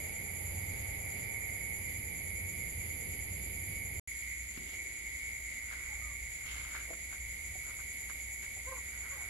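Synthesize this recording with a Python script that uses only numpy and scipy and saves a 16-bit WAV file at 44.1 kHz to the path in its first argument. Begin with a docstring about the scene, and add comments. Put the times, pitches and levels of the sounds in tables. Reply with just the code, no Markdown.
"""A garden at night, from two microphone spots. From the start, over night air, a far road and engine,
mole crickets trill near 2 kHz, coneheads buzz at 11 kHz and a katydid chirps at 7 kHz, all with their
wings; at 2 s another mole cricket briefly joins the chorus. At 4 s a short silence leads to the second
spot, where the chorus goes on and a small bush cricket lisps. Soon feet shuffle in dry leaves, snap
twigs and thud on the earth, and more mole crickets join in. Near 6 s and from 8.6 s a far dog barks."""
import sys
import numpy as np
from scipy import signal
from scipy.fft import rfft, irfft, next_fast_len
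from scipy.io import wavfile
from scipy.ndimage import map_coordinates

SR = 44100
rng = np.random.default_rng(int(sys.argv[2]) if len(sys.argv) > 2 else 0)


def to_wav(sig):
    """Store sig (one row per channel, or 1-D mono) as 16-bit WAV at the path in sys.argv[1].

    Samples outside -1..1 are clipped; the rate is SR.
    """
    pcm = np.clip(np.atleast_2d(sig), -1, 1) * 32767
    pcm = np.round(pcm).astype(np.int16)
    wavfile.write(sys.argv[1], SR, pcm.T)  # frames by channels


N = 409688
TIME = np.arange(N) / SR


def gain_of(db):
    """Decibels to amplitude."""
    return 10 ** (np.asarray(db) / 20)


def unit_rms(x):
    """Scales to rms 1."""
    return x / np.sqrt(np.mean(x ** 2) + 1e-20)


def at_hz(points, hz):
    """Reads a table on a log-frequency axis."""
    f, value = np.transpose(points)
    return np.interp(np.log(hz + 1), np.log(f + 1), value)


def level(rows):
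    """A curve (t/s, level/dB) as a gain for every sample."""
    return gain_of(np.interp(TIME, *np.transpose(rows)))


def colour(x, spectrum):
    """Filters x by a spectrum (f/Hz, gain/dB) and scales it to rms 1."""
    n = x.shape[-1]
    size = next_fast_len(n)
    gains = gain_of(at_hz(spectrum, np.fft.rfftfreq(size, 1 / SR)))
    return unit_rms(irfft(rfft(x, size) * gains, size)[..., :n])


def drift(per_s):
    """A smooth random curve of rms near 1 that changes about per_s times a second."""
    knots = rng.standard_normal(65536)
    coarse = TIME[::4 if per_s > 1000 else 32]
    return np.interp(TIME, coarse, map_coordinates(knots, [coarse * per_s], order=3, mode="wrap"))


def pan(balance_db):
    """Left and right microphone gains of mean power 1; positive is left."""
    return unit_rms(gain_of([[balance_db / 2], [-balance_db / 2]]))


def add(mix, s, sound):
    """Mixes a sound in at time s."""
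    part = mix[..., round(s * SR):][..., :sound.shape[-1]]
    part += sound[..., :part.shape[-1]]


def foliage(x, t60, wet_db):
    """Leaves and trunks scatter a sound, differently for each microphone."""
    t = np.arange(SR // 2) / SR
    tail = rng.standard_normal((2, len(t))) * gain_of(-60 * t / t60)
    tail *= gain_of(wet_db) / np.linalg.norm(tail[0])
    tail[:, 0] += 1  # the direct path
    return signal.oaconvolve(x[None], tail / np.linalg.norm(tail[0]), axes=1)[:, :N]


# likeness of the two microphones: f/Hz, correlation
LIKENESS = [(25, .93), (60, .975), (125, .95), (250, .45), (500, -.4), (1000, -.3), (2000, -.15), (5000, 0)]


def ambience(spectrum):
    """Noise from all round: alike at both microphones only in the bass."""
    size = next_fast_len(N)
    left, other = rfft(rng.standard_normal((2, size)))
    same = np.clip(at_hz(LIKENESS, np.fft.rfftfreq(size, 1 / SR)), -1, 1)
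    right = same * left + np.sqrt(1 - same ** 2) * other
    return colour(irfft(np.array([left, right]), size)[:, :N], spectrum)


# far engine from each spot: t/s, level/dB
ENGINE_LEVELS = [
    [(0, -48), (.7, -45), (1.5, -47.5), (2.5, -48.5), (3.3, -47), (4, -47.5)],
    [(4.08, -54), (4.3, -52), (4.6, -59.5), (5.2, -56.5), (6.3, -54.5), (7.4, -54), (9.29, -55)],
]
# its rumble at each spot: f/Hz, gain/dB
RUMBLE_SPECTRA = [
    [(20, -26), (35, -26), (50, -6), (68, -8.5), (85, 4), (105, -5.5), (135, -11.5), (180, -45), (300, -69)],
    [(20, -20), (35, -4), (48, -4.5), (58, 2.5), (70, 0.5), (90, -3), (120, -10), (180, -29), (300, -36)],
]


def engine(spot, firing_hz=59.8, waver_hz=.74):
    """A far engine: an unsteady firing note in a rumble that swells and eases."""
    turns = np.cumsum(firing_hz + waver_hz * drift(8)) / SR
    note_db = [-7, -.5][spot] + 2.5 * drift(6.7)
    note = gain_of(note_db) * unit_rms(np.sin(2 * np.pi * turns))
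    rumble = gain_of(1.35 * drift(3.19)) * ambience(RUMBLE_SPECTRA[spot])
    return level(ENGINE_LEVELS[spot]) * (note + rumble)


# air round each spot: f/Hz, gain/dB
AIR_SPECTRA = [
    [(100, -5.5), (160, 0.5), (250, -7), (500, -8), (750, -19.5), (1100, -24), (1600, -25), (2700, -15),
     (4000, -23.5), (5000, -18), (5600, -47.5), (7000, -24.5), (12000, -30.5), (15700, -34.5)],
    [(100, -10), (160, -1.5), (250, -3), (500, -8.5), (750, -11), (1100, -13.5), (1600, -11.5), (2700, -5),
     (4000, -11), (5000, -8), (5600, -25), (8000, -4), (9000, -17), (12500, -35), (14400, -22.5),
     (15700, -21.5)],
]


def night_air(spot):
    """A faint, slightly wavering hush all round the microphones."""
    return gain_of([-51.5, -56][spot] + .8 * drift(9.4)) * ambience(AIR_SPECTRA[spot])


# far road: t/s, level/dB
ROAD_LEVEL = [(0, -55.5), (1.3, -55), (2, -60), (4, -61), (4.1, -89), (4.45, -73), (4.65, -68.5),
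              (9.29, -65)]
# its murmur: f/Hz, gain/dB
ROAD_SPECTRUM = [(100, -18), (250, -10), (450, 1.5), (850, 0.5), (1100, -11), (1600, -12), (3000, -17),
                 (5000, -37)]


def road():
    """A far road murmurs, fainter at the second spot."""
    return level(ROAD_LEVEL) * ambience(ROAD_SPECTRUM)


def strokes(per_s, wander, jitter):
    """Phase 0-1 within a wing stroke whose pace wanders slowly and trembles."""
    return np.cumsum(per_s * (1 + wander * drift(2.5) + jitter * drift(60))) / SR % 1


# the burrow's horn, ringing near the wing pitch: f/Hz, gain/dB
BURROW_HORN = [(1400, -12), (1750, 0), (2080, -.5), (2210, 2), (2280, 0), (2350, -2.5), (2430, -11),
               (2600, -6), (3000, -20)]


def trill(per_s, hz, db, balance_db, wet_db, wander, jitter):
    """One mole cricket: each wing stroke rings a tone that holds, then sags, through the burrow's horn."""
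    stroke_s, top, sag = .0074, 1.04, .14  # opening pitch and its fall are shares of hz
    age = strokes(per_s, wander, jitter) / per_s
    progress = np.minimum(age / stroke_s, 1)
    turns = hz * age * (top - sag * progress ** 2 / 3)
    tone = colour(np.sin(np.pi * progress) ** 2 * np.sin(2 * np.pi * turns), BURROW_HORN)
    scattered = foliage(signal.hilbert(tone, next_fast_len(N))[:N], t60=.18, wet_db=wet_db)
    microphones = (scattered * [[1], [1j]]).real  # a quarter wave apart
    return gain_of(db) * pan(balance_db) * unit_rms(microphones)


# burrows near each spot: stroke rate/Hz, wing f/Hz, relative level/dB, left-right/dB, echo/dB
NEAR_BURROWS = [
    [(117.1, 2190, -3.5, -1.5, -4), (116.2, 2190, -3.5, -20, 0), (139.3, 2200, -11, -12, 10),
     (111.4, 2200, -7, -4.5, 1), (123, 2160, -6, -4.5, 3)],
    [(118.1, 2175, -2.5, -5, -7), (120.2, 2180, -6.5, -6, -2), (106.4, 2200, -8, -2.5, -6),
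     (115, 2140, -6.5, 4, -1), (122.3, 2090, -7, -3, 0)],
]
# whole chorus at each spot: t/s, level/dB before lift_db
TRILL_LEVELS = [
    [(0, -48), (.4, -50.5), (.8, -49), (1.5, -48.5), (3, -50), (3.5, -51), (3.7, -49), (4, -50)],
    [(4.08, -50.5), (4.33, -47.5), (4.42, -51.5), (4.66, -51.5), (4.8, -50.5), (4.95, -52), (5.35, -52),
     (5.55, -50.5), (6, -49), (6.55, -52), (6.82, -50), (7.1, -51.5), (9.29, -51)],
]


def mole_crickets(spot, lift_db=5.5):
    """Near singers wax and wane; far burrows merge into a band."""
    near = sum(gain_of(2 * drift(3)) * trill(*row, wander=.0035, jitter=.0035)
               for row in NEAR_BURROWS[spot])
    band = [(1500, -37.5), (1800, -16), (2000, -3), (2130, -3), (2260, -3.5), (2400, -8.5),
            (2550, -19.5), (3000, -66)]
    far = gain_of(-4.5) * colour(rng.standard_normal((2, N)), band) * pan(-2.8)
    return gain_of(lift_db) * level(TRILL_LEVELS[spot]) * unit_rms(unit_rms(near) + far)


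# coneheads near each spot: stroke rate/Hz, relative level/dB, left-right/dB
NEAR_CONEHEADS = [
    [(150.2, 0, -13.5), (147, -14, -2)],
    [(139.3, 0, -13), (151, -5, 3)],
]
# those farther from each spot: f/Hz, gain/dB
FAR_BUZZ_SPECTRA = [
    [(8900, -59), (9500, -16.5), (10000, -3.5), (10500, -1), (11000, 1.5), (11600, -1), (12100, -8),
     (13000, -35), (13500, -48)],
    [(8900, -27), (9500, -14), (10000, -10), (10500, 0), (11000, -1), (11600, -3.5), (12100, -16),
     (12600, -28), (13500, -41)],
]
# near and far together at each spot: t/s, level/dB before lift_db
BUZZ_LEVELS = [
    [(0.05, -50), (0.17, -51.5), (0.32, -49.5), (.55, -50), (0.75, -51), (3.4, -50.5), (3.72, -50),
     (3.95, -51.5)],
    [(4.1, -54.5), (4.39, -58), (5.72, -58), (7.3, -57), (7.99, -54.5), (8.3, -56.5), (8.88, -57),
     (9.25, -55.5)],
]


def coneheads(spot, lift_db=5):
    """Each wing stroke is a scratchy falling sweep, mostly on the right; far singers blur into a hiss."""
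    near = np.zeros((2, N))
    wing = [(8700, -35), (9100, -9), (9900, -4), (10400, 0), (11650, 0), (12150, -15), (12600, -10),
            (13050, -1), (13500, -28)]
    for per_s, db, balance_db in NEAR_CONEHEADS[spot]:
        stroke = strokes(per_s, wander=.002, jitter=.0036)
        hz = 11900 - 1800 * stroke + 450 * np.array([drift(3000), drift(3000)])
        scrape = np.sin(np.pi * stroke) * np.sin(2 * np.pi * np.cumsum(hz, 1) / SR)
        near += gain_of(db + .5 * drift(4)) * pan(balance_db) * colour(scrape, wing)
    far = colour(rng.standard_normal((2, N)), FAR_BUZZ_SPECTRA[spot]) * pan([-8, -1][spot])
    chorus = unit_rms(unit_rms(near) + gain_of([-2, 2][spot]) * far)
    return gain_of(lift_db) * level(BUZZ_LEVELS[spot]) * chorus


def repeats(first, end, per_s, db, length_s, spread_db, jitter_s, taper):
    """Envelope of a run of like calls at an even pace, each a little off in time and strength."""
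    effort, times = np.zeros(N), np.arange(first, end, 1 / per_s)
    call = signal.windows.tukey(round(length_s * SR), taper)
    for s, (late, loud) in zip(times, rng.standard_normal((len(times), 2))):
        add(effort, max(s - length_s / 2 + jitter_s * late, 0), gain_of(db + spread_db * loud) * call)
    return effort


# near katydid: first chirp t/s, end t/s, chirp rate/Hz, relative level/dB
KATYDID_RUNS = [(0.055, 4.0, 9.44, 0), (4.098, 4.55, 9.9, 1), (4.785, 5.7, 10.3, -1.5),
                (5.85, 7.35, 10.2, -1), (7.458, 9.29, 9.06, .7)]
# its wing: f/Hz, gain/dB
KATYDID_WING = [(5900, -54), (6300, -9), (6900, -2.5), (7150, 8), (7380, -1), (7650, -9), (8400, -31)]
# its far neighbours: f/Hz, gain/dB
FAR_RASP = [(5700, -45), (6000, -14.5), (6400, -11), (6900, 2), (7200, -4.5), (7380, 3), (7650, -16.5),
            (8200, -40), (8900, -44)]


def katydid(chirp_db=-47.5):
    """Chirps about ten a second, each a run of uneven tooth strikes, over the rasp of its neighbours."""
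    effort = sum(repeats(*run, length_s=.099, spread_db=.5, jitter_s=.002, taper=.95)
                 for run in KATYDID_RUNS)
    teeth = colour(rng.standard_normal((2, N)) * gain_of(1.2 * drift(350)), KATYDID_WING)
    neighbours = colour(rng.standard_normal((2, N)) * gain_of(1.2 * drift(60)), FAR_RASP)
    neighbours_db = np.where(TIME < SPOT_TIMES[1][0], -53, -51.2)
    return gain_of(chirp_db) * effort * teeth * pan(1.3) + gain_of(neighbours_db) * neighbours


# mole crickets just left of centre: start t/s, end t/s, level/dB, stroke rate/Hz, wing f/Hz
BRIEF_TRILLS = [(2.08, 2.62, -52, 116.3, 2200), (4.73, 5.04, -50, 116.1, 2300),
                (4.99, 5.42, -45.5, 117.3, 2150), (5.43, 5.63, -49.5, 115.6, 2080)]


def joining_mole_crickets():
    """Further singers each join the chorus for a few tenths of a second."""
    out = np.zeros((2, N))
    for start, end, db, per_s, hz in BRIEF_TRILLS:
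        size = round((end - start) * SR)
        song = trill(per_s, hz, db, balance_db=1.5, wet_db=-4, wander=.0015, jitter=.0022)
        add(out, start, song[:, :size] * signal.windows.tukey(size, .4))
    return out


# bush cricket at the second spot: first lisp t/s, end t/s, lisp rate/Hz, relative level/dB
BUSH_CRICKET_RUNS = [(4.285, 4.7, 3.3, 0), (4.89, 6.1, 3.48, -3.5), (6.325, 7.8, 3.65, -.5),
                     (8.03, 9.29, 3.5, -.5)]


def bush_cricket(lisp_db=-65.5):
    """Soft narrow lisps near 9 kHz, three or four a second."""
    band = [(8200, -20), (8950, -7), (9350, 0), (9650, -4), (10200, -25)]
    hiss = colour(rng.standard_normal((2, N)), band)
    effort = sum(repeats(*run, length_s=.105, spread_db=2, jitter_s=.014, taper=.36)
                 for run in BUSH_CRICKET_RUNS)
    return gain_of(lisp_db) * hiss * effort


# feet in the leaves at the second spot: middle t/s, level/dB, half length/s, centre f/Hz
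LEAF_SHUFFLES = [(4.724, -56.5, .098, 2960), (4.76, -61.5, 0.47, 360), (5.74, -54.5, 0.042, 1530),
                 (5.797, -58, 0.28, 1510), (6.504, -50.5, 0.078, 2970), (6.584, -56, 0.28, 1480),
                 (6.594, -60, 0.088, 3100), (6.653, -63.5, 0.18, 2760), (6.784, -49.5, 0.11, 1650),
                 (6.902, -53, 0.044, 480), (7.132, -51.5, 0.042, 1660), (7.695, -57, 0.096, 1420),
                 (7.798, -54, 0.033, 1360), (8.105, -52.5, 0.031, 1600), (8.445, -52.5, .045, 2020),
                 (9.162, -57.5, 0.52, 1500)]


def shuffles():
    """A sole scrapes softly through dry leaves."""
    out = np.zeros((2, N))
    crackle = rng.standard_normal((2, N)) * gain_of(2.3 * drift(260) + 1.1 * drift(45))
    for middle, db, half_s, hz in LEAF_SHUFFLES:
        start, size = middle - half_s, round(2 * half_s * SR)
        leaves = [(hz / 12, -17), (hz * .54, -13), (hz, 1), (hz * 1.3, -8), (hz * 3.8, -22),
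                  (hz * 10, -30)]
        grains = crackle[:, round(start * SR):][:, :size]
        swell = signal.windows.hann(size)[:grains.shape[1]]
        add(out, start, gain_of(db) * colour(grains, leaves) * swell)
    return out


# twigs underfoot: t/s, level/dB, f/Hz, gain an octave up/dB
TWIG_SNAPS = [(4.575, -48, 1400, -1), (6.749, -45, 1300, -21), (6.764, -45, 1600, -17),
              (6.934, -49, 1400, -12), (7.129, -48, 1400, -14), (8.099, -47.5, 1480, -13)]


def twigs():
    """A twig breaks with one dry click, briefly scattered by the plants."""
    out, click = np.zeros((2, N)), signal.unit_impulse(256, "mid")
    for s, db, hz, treble_db in TWIG_SNAPS:
        wood = [(hz / 4, -16), (hz * .6, -8), (hz, 0), (hz * 1.2, -2), (hz * 2, treble_db),
                (hz * 3.2, treble_db - 6), (hz * 8, treble_db - 22)]
        snap = foliage(colour(click, wood), t60=.06, wet_db=2)
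        add(out, s - len(click) / 2 / SR, gain_of(db) * snap)
    return out


# soft steps on the garden earth: t/s, level/dB, f/Hz, t60/s
FOOTFALLS = [(4.576, -33, 225, 0.027), (6.455, -47, 139, 0.058), (6.905, -35, 654, 0.043),
             (6.927, -44, 523, 0.041), (7.551, -47.5, 743, 0.074), (8.565, -55, 770, 0.12)]
# modes of one step: ratio to f, gain/dB
FOOTFALL_MODES = [(.49, -6), (.8, -5), (1, -0.5), (1.42, -18)]


def footfalls(attack_s=.0015):
    """A sole lands softly and rings a few low, quickly damped modes."""
    out, t = np.zeros(N), np.arange(SR // 4) / SR
    for s, db, hz, t60 in FOOTFALLS:
        ring = sum(gain_of(mode_db) * np.sin(2 * np.pi * hz * ratio * t)
                   for ratio, mode_db in FOOTFALL_MODES)
        add(out, s, gain_of(db - 60 * t / t60) * (1 - np.exp(-t / attack_s)) * ring)
    return foliage(out, t60=.27, wet_db=-1.5)


# dog far from the second spot:
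# t/s, length/s, level/dB, top f/Hz, rise/s, share of pitch lost by the end, final hoarseness 0-1
DOG_BARKS = [(5.888, 0.13, -62, 860, 0.014, 0.2, .45), (6.008, 0.135, -59.5, 625, 0.015, .075, .4),
             (8.637, 0.155, -52, 555, 0.068, 0.18, .8), (9.06, 0.135, -59.5, 572, 0.078, 0.19, .5),
             (9.168, .085, -56, 850, 0.014, 0.26, .5)]
# its throat: f/Hz, gain/dB
DOG_THROAT = [(250, -31), (520, 1), (750, -2), (1050, 1), (1250, 4.5), (1480, -4.5), (1650, -8),
              (2000, -14), (3000, -35)]
# its breath: f/Hz, gain/dB
DOG_BREATH = [(400, -21), (820, -19), (950, -4), (1040, -8), (1140, 0), (1270, -18), (1450, -10),
              (1700, -20), (3000, -31)]


def dog(fade_db=-1.5, release_s=.016, flutter_db=3.5):
    """Yelps and short barks with an arch of pitch turn hoarse as they close, broken up by echoes."""
    out = np.zeros(N)
    for start, length, db, top_hz, rise_s, sag, hoarse in DOG_BARKS:
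        t = np.arange(0, length, 1 / SR)
        opening = np.sin(np.pi / 2 * np.minimum(t / rise_s, 1))
        closing = np.maximum(t - rise_s, 0) / (length - rise_s)
        hz = top_hz * (.7 + .3 * opening) * (1 - sag * closing)
        tremble = (.015 * drift(261) + .013 * drift(68))[:len(t)]
        turns = np.cumsum(hz * (1 + tremble)) / SR
        folds = colour(sum(np.cos(2 * np.pi * k * turns) for k in range(1, 6)), DOG_THROAT)
        breath = colour(rng.standard_normal(len(t)), DOG_BREATH)
        rough = hoarse * closing
        voice = np.sqrt(1 - rough) * folds + np.sqrt(rough) * breath
        effort = opening ** 2 * gain_of(db + fade_db * closing) * np.minimum((length - t) / release_s, 1)
        add(out, start, effort * gain_of(flutter_db * drift(69)[:len(t)]) * voice)
    return foliage(out, t60=.17, wet_db=-3)


# the microphones' stay at each spot: start t/s, end t/s
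SPOT_TIMES = [(0, 3.997), (4.075, 9.3)]


def scene():
    """Each spot has its own chorus; silence lies between them."""
    out = np.zeros((2, N))
    events = joining_mole_crickets() + katydid() + bush_cricket()
    events = events + shuffles() + twigs() + footfalls() + dog()
    for spot, (start, end) in enumerate(SPOT_TIMES):
        bed = mole_crickets(spot) + coneheads(spot) + engine(spot) + night_air(spot) + road()
        out += ((TIME >= start) & (TIME < end)) * (events + bed)
    return out


def record(dry):
    """The recorder's band limit at 15.8 kHz."""
    lowpass = signal.firwin(511, 15800, window=("kaiser", 9), fs=SR)
    return signal.oaconvolve(dry, lowpass[None], "same")


dry = scene()
out = record(dry)
to_wav(out)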